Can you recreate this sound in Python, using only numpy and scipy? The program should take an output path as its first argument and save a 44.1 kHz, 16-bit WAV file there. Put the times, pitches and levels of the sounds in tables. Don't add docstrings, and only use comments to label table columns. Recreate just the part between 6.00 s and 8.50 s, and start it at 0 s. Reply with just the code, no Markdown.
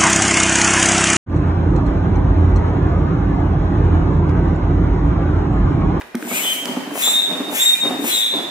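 import sys
import numpy as np
from scipy import signal
from scipy.fft import rfft, irfft
from scipy.io import wavfile
from scipy.ndimage import uniform_filter1d, map_coordinates

SR = 44100
rng = np.random.default_rng(int(sys.argv[2]) if len(sys.argv) > 2 else 0)


def volts(x):
    e = np.asarray(x, float) / 20
    return 10 ** e


def generate_wav(signal):
    frames = np.transpose(np.atleast_2d(signal))
    scaled = np.clip(frames, -1, 1) * 32767
    pcm = np.round(scaled).astype(np.int16)
    wavfile.write(sys.argv[1], SR, pcm)


N = 110250
TIME = np.arange(N) / SR


def evened(x):
    return x / np.sqrt(np.mean(x ** 2) + 1e-20)


def add(mix, start, sound):
    part = mix[max(round(start * SR), 0):][:len(sound)]
    part += sound[:len(part)]


def coloured(points, size):
    f, db = np.transpose(points)
    hz = np.fft.rfftfreq(N, 1 / SR)
    gain = volts(np.interp(np.log(hz + 1), np.log(f + 1), db))
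    return evened(irfft(rfft(rng.standard_normal((size, N))) * gain, N))


def slow(n, rate_hz):
    w = max(int(SR / rate_hz / 2), 2)
    smooth = uniform_filter1d(uniform_filter1d(rng.standard_normal(n + 2 * w), w), w)
    return evened(smooth[w:w + n])


def ring(hz, t60, rise_s):
    t = np.arange(0, t60, 1 / SR)
    return np.sin(2 * np.pi * hz * t) * np.minimum(t / rise_s, 1) * volts(-60 * t / t60)


def hiss():
    # (start [s], rise [s], hold [s], level [dB])
    pushes = [
        (0.194, 0.17, 0.17, -27),
        (0.907, 0.094, 0.16, -27),
        (1.485, 0.071, 0.16, -26),
        (1.984, 0.093, 0.13, -26.5),
    ]
    # (frequency [Hz], level [dB per Hz])
    jet_colour = [(500, -10.5), (1000, -11.5), (2400, 4), (3900, -4), (4600, -11.5), (7500, 2.5),
                  (9000, -1.5), (15000, -0.5)]
    sag_db, release_s = -6.5, 0.079
    spacing_hz, echo, near_db = 111.7, 0.39, 10.5
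    same = 0.53
    flow = np.zeros(N)
    for start, rise, hold, db in pushes:
        corners = start + np.cumsum([0, rise, hold, release_s])
        level = np.interp(TIME, corners, [db - 25, db, db + sag_db, db - 21])
        flow += volts(level) * (TIME > start) * (TIME < start + rise + hold + release_s)
    jet = coloured(jet_colour, size=3) * flow * volts(slow(N, 26))
    trip = np.zeros(round(SR / spacing_hz) + 1)
    trip[0], trip[-1] = 1, -echo
    near = jet[0] + volts(near_db) * signal.lfilter([1], trip, jet[0])
    return same * near, np.sqrt(1 - same ** 2) * jet[1:]


def mode(hz, db, length, wander_db, lag):
    lock_s, drift_hz, song_db = .012, 5, -.5
    flutter_db, sway_db, sway_rad = 2.2, 2.5, .25
    t = np.arange(0, length + 2 * lock_s, 1 / SR)
    edge = np.clip(np.minimum(t, t[-1] - t) / (2 * lock_s), 0, 1)
    turns = np.cumsum(hz + drift_hz * slow(len(t), 44)) / SR + rng.random()
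    level = np.linspace(*db, len(t)) + wander_db * slow(len(t), 18) + flutter_db * slow(len(t), 84)
    sway = sway_db * slow(len(t), 10.7)
    half = lag / 2 + sway_rad * slow(len(t), 13.1)
    left = volts(sway) * np.cos(2 * np.pi * turns - half)
    right = volts(-sway) * np.cos(2 * np.pi * turns + half)
    loudness = np.sqrt(2) * volts(level + song_db) * np.sin(edge * np.pi / 2) ** 2
    return (loudness * np.array([left, right])).T


def whistle():
    # (start [s], frequency [Hz], level [dB], length [s])
    songs = [(.3, 2230, -32, .035), (.385, 2230, -33, .04), (.33, 2340, -37, .09), (.335, 2452, -32, .06),
             (.35, 2558, -33, .06), (.36, 2770, -39, .06), (.45, 2452, -38, .1), (.415, 2988, -28, .06),
             (.48, 2988, -33, .12), (.43, 3098, -30, .035), (.465, 3098, -21, .07), (.44, 3216, -33, .2),
             (.44, 3336, -32, .08), (.44, 3455, -33, .09), (.56, 2290, -35, .035), (1.025, 3458, -22, .06),
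             (1.025, 3578, -27, .03), (1.055, 3578, -19.5, .065), (1.145, 3578, -24, .105),
             (1.02, 3688, -31, .035), (1.02, 3795, -37, .1), (1.055, 3688, -21, .07),
             (1.13, 3688, -15.5, .08), (1.13, 3795, -29, .15), (1.02, 3910, -33, .11),
             (1.19, 3910, -32, .07), (1.03, 4030, -32, .045), (1.07, 4030, -40, .14),
             (1.586, 3465, -23, .05), (1.57, 3357, -33, .055), (1.59, 3815, -30, .1),
             (1.69, 3805, -35, .15), (1.6, 3691, -19, .05), (1.655, 3691, -13.5, .095),
             (1.742, 2410, -32, .06), (1.81, 3697, -20, .08), (2.095, 3345, -28, .05),
             (2.17, 3578, -23, .105), (2.285, 3454, -20, .028), (2.3, 3793, -26, .09),
             (2.33, 3454, -28, .065), (2.19, 3686, -23.5, .085), (2.105, 4024, -25, .06),
             (2.125, 3793, -22, .16), (2.135, 3686, -23, .055), (2.115, 3454, -27, .08),
             (2.2, 3454, -24, .085)]
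    # (start [s], frequency [Hz], level [dB], length [s])
    overtones = [(1.015, 7040, -33, .05), (1.035, 7262, -23, .075), (1.06, 7375, -22.5, .075),
                 (1.09, 7470, -29, .08), (1.14, 7375, -33, .12), (1.59, 7165, -31, .04),
                 (1.61, 7385, -18.5, .095), (1.71, 7385, -33, .12), (1.6, 7500, -33, .11),
                 (1.6, 7616, -31, .05), (2.115, 7150, -34, .09), (2.115, 7270, -31, .04),
                 (2.14, 7380, -28, .055), (2.135, 7480, -30, .09), (2.14, 7590, -33, .05)]
    # (start [s], frequency [Hz], level [dB], fall [dB per s])
    lingers = [(.55, 3098, -26, 55), (.8, 3098, -39, 25), (1.085, 3456, -29, 30), (1.26, 3580, -28, 90),
               (1.215, 3686, -20, 42), (1.9, 3695, -27, 80), (2.285, 3686, -29, 50), (2.4, 3455, -34, 50),
               (2.17, 4026, -29, 35), (2.31, 3576, -30, 60), (2.15, 3340, -31, 55)]
    lock_s, wander_db, linger_wander_db = .012, 1.0, 2.5
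    song_lag, overtone_lag = 1.5, 2.0
    fade_db, linger_s = 12, .3
    out = np.zeros((N, 2))
    for start, hz, db, length in songs:
        add(out, start - lock_s, mode(hz, (db, db), length, wander_db, song_lag))
    for start, hz, db, length in overtones:
        add(out, start - lock_s, mode(hz, (db, db), length, wander_db, overtone_lag))
    for start, hz, db, fall in lingers:
        length = min(fade_db / fall, linger_s)
        add(out, start - lock_s, mode(hz, (db, db - fall * length), length, linger_wander_db, song_lag))
    return out.T


def thuds():
    # (time [s], peak level [dB], frequency [Hz])
    wall_thuds = [(0.146, -11, 235), (0.225, -20, 305), (0.249, -18.5, 240), (0.311, -22.5, 243),
                  (0.364, -33, 241), (0.623, -24.5, 286), (0.689, -14.5, 256), (0.768, -13, 263.5),
                  (0.871, -19.5, 272), (0.916, -20, 291), (1.284, -28, 242), (1.349, -25, 256),
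                  (1.401, -13, 278), (1.43, -24, 313), (1.481, -20, 298.5), (1.525, -26.5, 252),
                  (1.851, -20, 286), (1.904, -15.5, 262.4), (1.944, -19.5, 306), (1.99, -14, 282),
                  (2.019, -15.5, 300), (2.039, -17.5, 234.5), (2.07, -20.5, 344), (2.347, -19, 297),
                  (2.389, -21.5, 286), (2.44, -24, 346)]
    t60, rise_s, upper_ratio, upper_db = 0.1, 0.0024, 1.45, -9
    out = np.zeros(N)
    for start, db, hz in wall_thuds:
        low = ring(hz, t60, rise_s)
        upper = ring(hz * upper_ratio, t60, rise_s)
        add(out, start, volts(db) * (low + volts(upper_db) * upper))
    return out


def knock(hz):
    t60, width = .07, 0.52
    t = np.arange(0, t60, 1 / SR)
    sos = signal.butter(2, [hz * (1 - width), hz * (1 + width)], "band", fs=SR, output="sos")
    rattle = evened(signal.sosfilt(sos, rng.standard_normal(3 * len(t)))[-len(t):])
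    return rattle * np.minimum(t / 0.0017, 1) * volts(-60 * t / t60)


def knocks():
    # (time [s], peak level [dB], frequency [Hz])
    board_knocks = [(0.013, -29.5, 1200), (0.145, -29.5, 825), (0.311, -24, 830), (0.44, -26.5, 730),
                    (0.671, -27.5, 710), (0.763, -23.5, 634), (0.905, -36, 1040), (0.954, -21, 657),
                    (1.071, -20.5, 755), (1.349, -28, 820), (1.402, -26.5, 630), (1.494, -25, 477),
                    (1.523, -23, 614), (1.848, -27.5, 676), (1.906, -23, 557), (2.041, -21.5, 529),
                    (2.38, -26.5, 529)]
    out = np.zeros(N)
    for start, db, hz in board_knocks:
        add(out, start, volts(db + 1) * knock(hz))
    return out


def ticks():
    # (time [s], peak level [dB], frequency [Hz], snap level [dB])
    sharp_ticks = [(0.011, -23, 1880, -9.5), (.019, -27, 2420, -8.5), (0.1457, -21, 1520, -25),
                   (0.1524, -21, 2150, 1), (0.2256, -17.5, 1550, -12.5), (0.6562, -15, 2960, 2),
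                   (0.9092, -20.5, 1020, -30), (.954, -32, 1700, -24), (0.976, -13.5, 680, -17),
                   (1.463, -51, 5470, -8)]
    t60 = 0.013
    out = np.zeros(N)
    for start, db, hz, snap_db in sharp_ticks:
        tone = ring(hz, t60, 0.00022) + .5 * ring(1.54 * hz, t60, 0.0014)
        snap = rng.standard_normal(len(tone)) * volts(-np.linspace(0, 60, len(tone)))
        add(out, start, volts(db) * (tone + volts(snap_db) * snap))
    return out


def flexing():
    # (time [s], level [dB])
    flex_levels = [(0, -38), (.04, -47.5), (.14, -57), (.16, -46.5), (.32, -32.5), (.6, -40.5),
                   (.69, -31.5), (.98, -38.5), (1.251, -38.5), (1.311, -29.5), (1.54, -35.5), (1.62, -43),
                   (1.81, -41), (1.849, -25.5), (2.08, -40), (2.15, -40), (2.3, -44.5), (2.349, -28),
                   (2.5, -38)]
    # (frequency [Hz], width [Hz], level [dB])
    body_modes = [(194, 15, -43), (288, 58, 1), (393.5, 73, -1), (574, 220, -6.5), (696, 190, -6.5),
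                  (900, 210, -9.5), (1700, 1800, -15.5), (2560, 160, -22)]
    # (frequency [Hz], level [dB per Hz])
    suck_colour = [(700, 8.5), (2000, 5.5), (6500, -5), (15000, -9)]
    slips_per_s, slip_db, flex_db, suck_db = 1600, 2.5, 1.5, -4.5
    happens = rng.random((2, N)) < slips_per_s / SR
    strength = volts(slip_db * np.minimum(rng.exponential(1, (2, N)), 2))
    slips = rng.standard_normal((2, N)) * happens * strength
    slips[1] = 1.02 * slips[0] + 0.47 * slips[1]
    body = np.zeros(SR // 4)
    for hz, width, db in body_modes:
        add(body, 0, volts(db) * width * ring(hz, min(2.64 / width, .25), 0.00026))
    creak = evened(signal.fftconvolve(slips, body[None], axes=1)[:, :N])
    suck = volts(suck_db) * coloured(suck_colour, size=2)
    return volts(flex_db + np.interp(TIME, *np.transpose(flex_levels))) * (creak + suck)


def ports(x, lag, left_db):
    late = map_coordinates(x, [np.arange(N) - lag], order=5, mode="nearest")
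    return np.array([late * volts(left_db), x * volts(-left_db)])


def hall(x):
    # (frequency [Hz], time to fall 60 dB [s])
    hall_decay = [(250, 0.23), (1500, 1.64), (6000, 1.09), (15000, 0.6)]
    hz, t, z = signal.stft(rng.standard_normal((2, SR)), SR, nperseg=256)
    f, t60 = np.transpose(hall_decay)
    band_t60 = np.interp(np.log(hz + 1), np.log(f), t60)[:, None]
    z = z * volts(-60 * t / band_t60) * (t > .012)
    tail = signal.istft(z, SR, nperseg=256)[1]
    return signal.fftconvolve(x[None], tail / np.linalg.norm(tail[0]), axes=1)[:, :N]


def still_air():
    # (frequency [Hz], level [dB per Hz])
    air_colour = [(30, -28), (138, -24), (300, -3), (1070, -13), (3600, -24), (7000, -31), (16000, -36)]
    air = coloured(air_colour, size=3)
    return volts(-43) * (0.29 * air[0] + .5 * air[1:])


def handling():
    # (frequency [Hz], level [dB per Hz])
    hand_colour = [(20, -12), (70, 9), (120, -14), (300, -48)]
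    level = -71 + 3.9 * slow(N, 7.3) + np.interp(TIME, [1.9, 2.0], [0, -9])
    return volts(level) * coloured(hand_colour, size=1)


def scene():
    # (time [s], lag [samples])
    valve_lag = [(0, 6.9), (.3, 10.4), (.45, 10.4), (.56, 9.4), (.95, 8.46), (1.15, 8), (1.5, 8.26),
                 (1.65, 7), (2.0, 9.7), (2.5, 9.0)]
    jet, spread = hiss()
    song = whistle()
    blows = thuds() + knocks() + ticks()
    rumble = flexing()
    turn = np.interp(TIME, *np.transpose(valve_lag))
    near = ports(jet, turn, 2) + song + ports(blows, 1.3, -0.3) + spread + rumble
    song_hall_db, hall_db = -12, -4
    wet = hall(jet + volts(song_hall_db) * song[0] + blows + rumble[0])
    return near + volts(hall_db) * wet


def low_pass(x):
    return signal.sosfilt(signal.butter(12, 16660, fs=SR, output="sos"), x)


def record(dry):
    bass_cut_hz, ceiling, edge_hz = 165, .85, 15560
    soft = ceiling * np.tanh(dry / ceiling)
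    x = signal.sosfilt(signal.butter(5, bass_cut_hz, "high", fs=SR, output="sos"), soft)
    x = x + still_air() + handling()
    top_cut = signal.firwin(255, edge_hz, window=("kaiser", 9), fs=SR)
    return low_pass(signal.oaconvolve(x, top_cut[None], "same"))


dry = scene()
out = record(dry)
generate_wav(out)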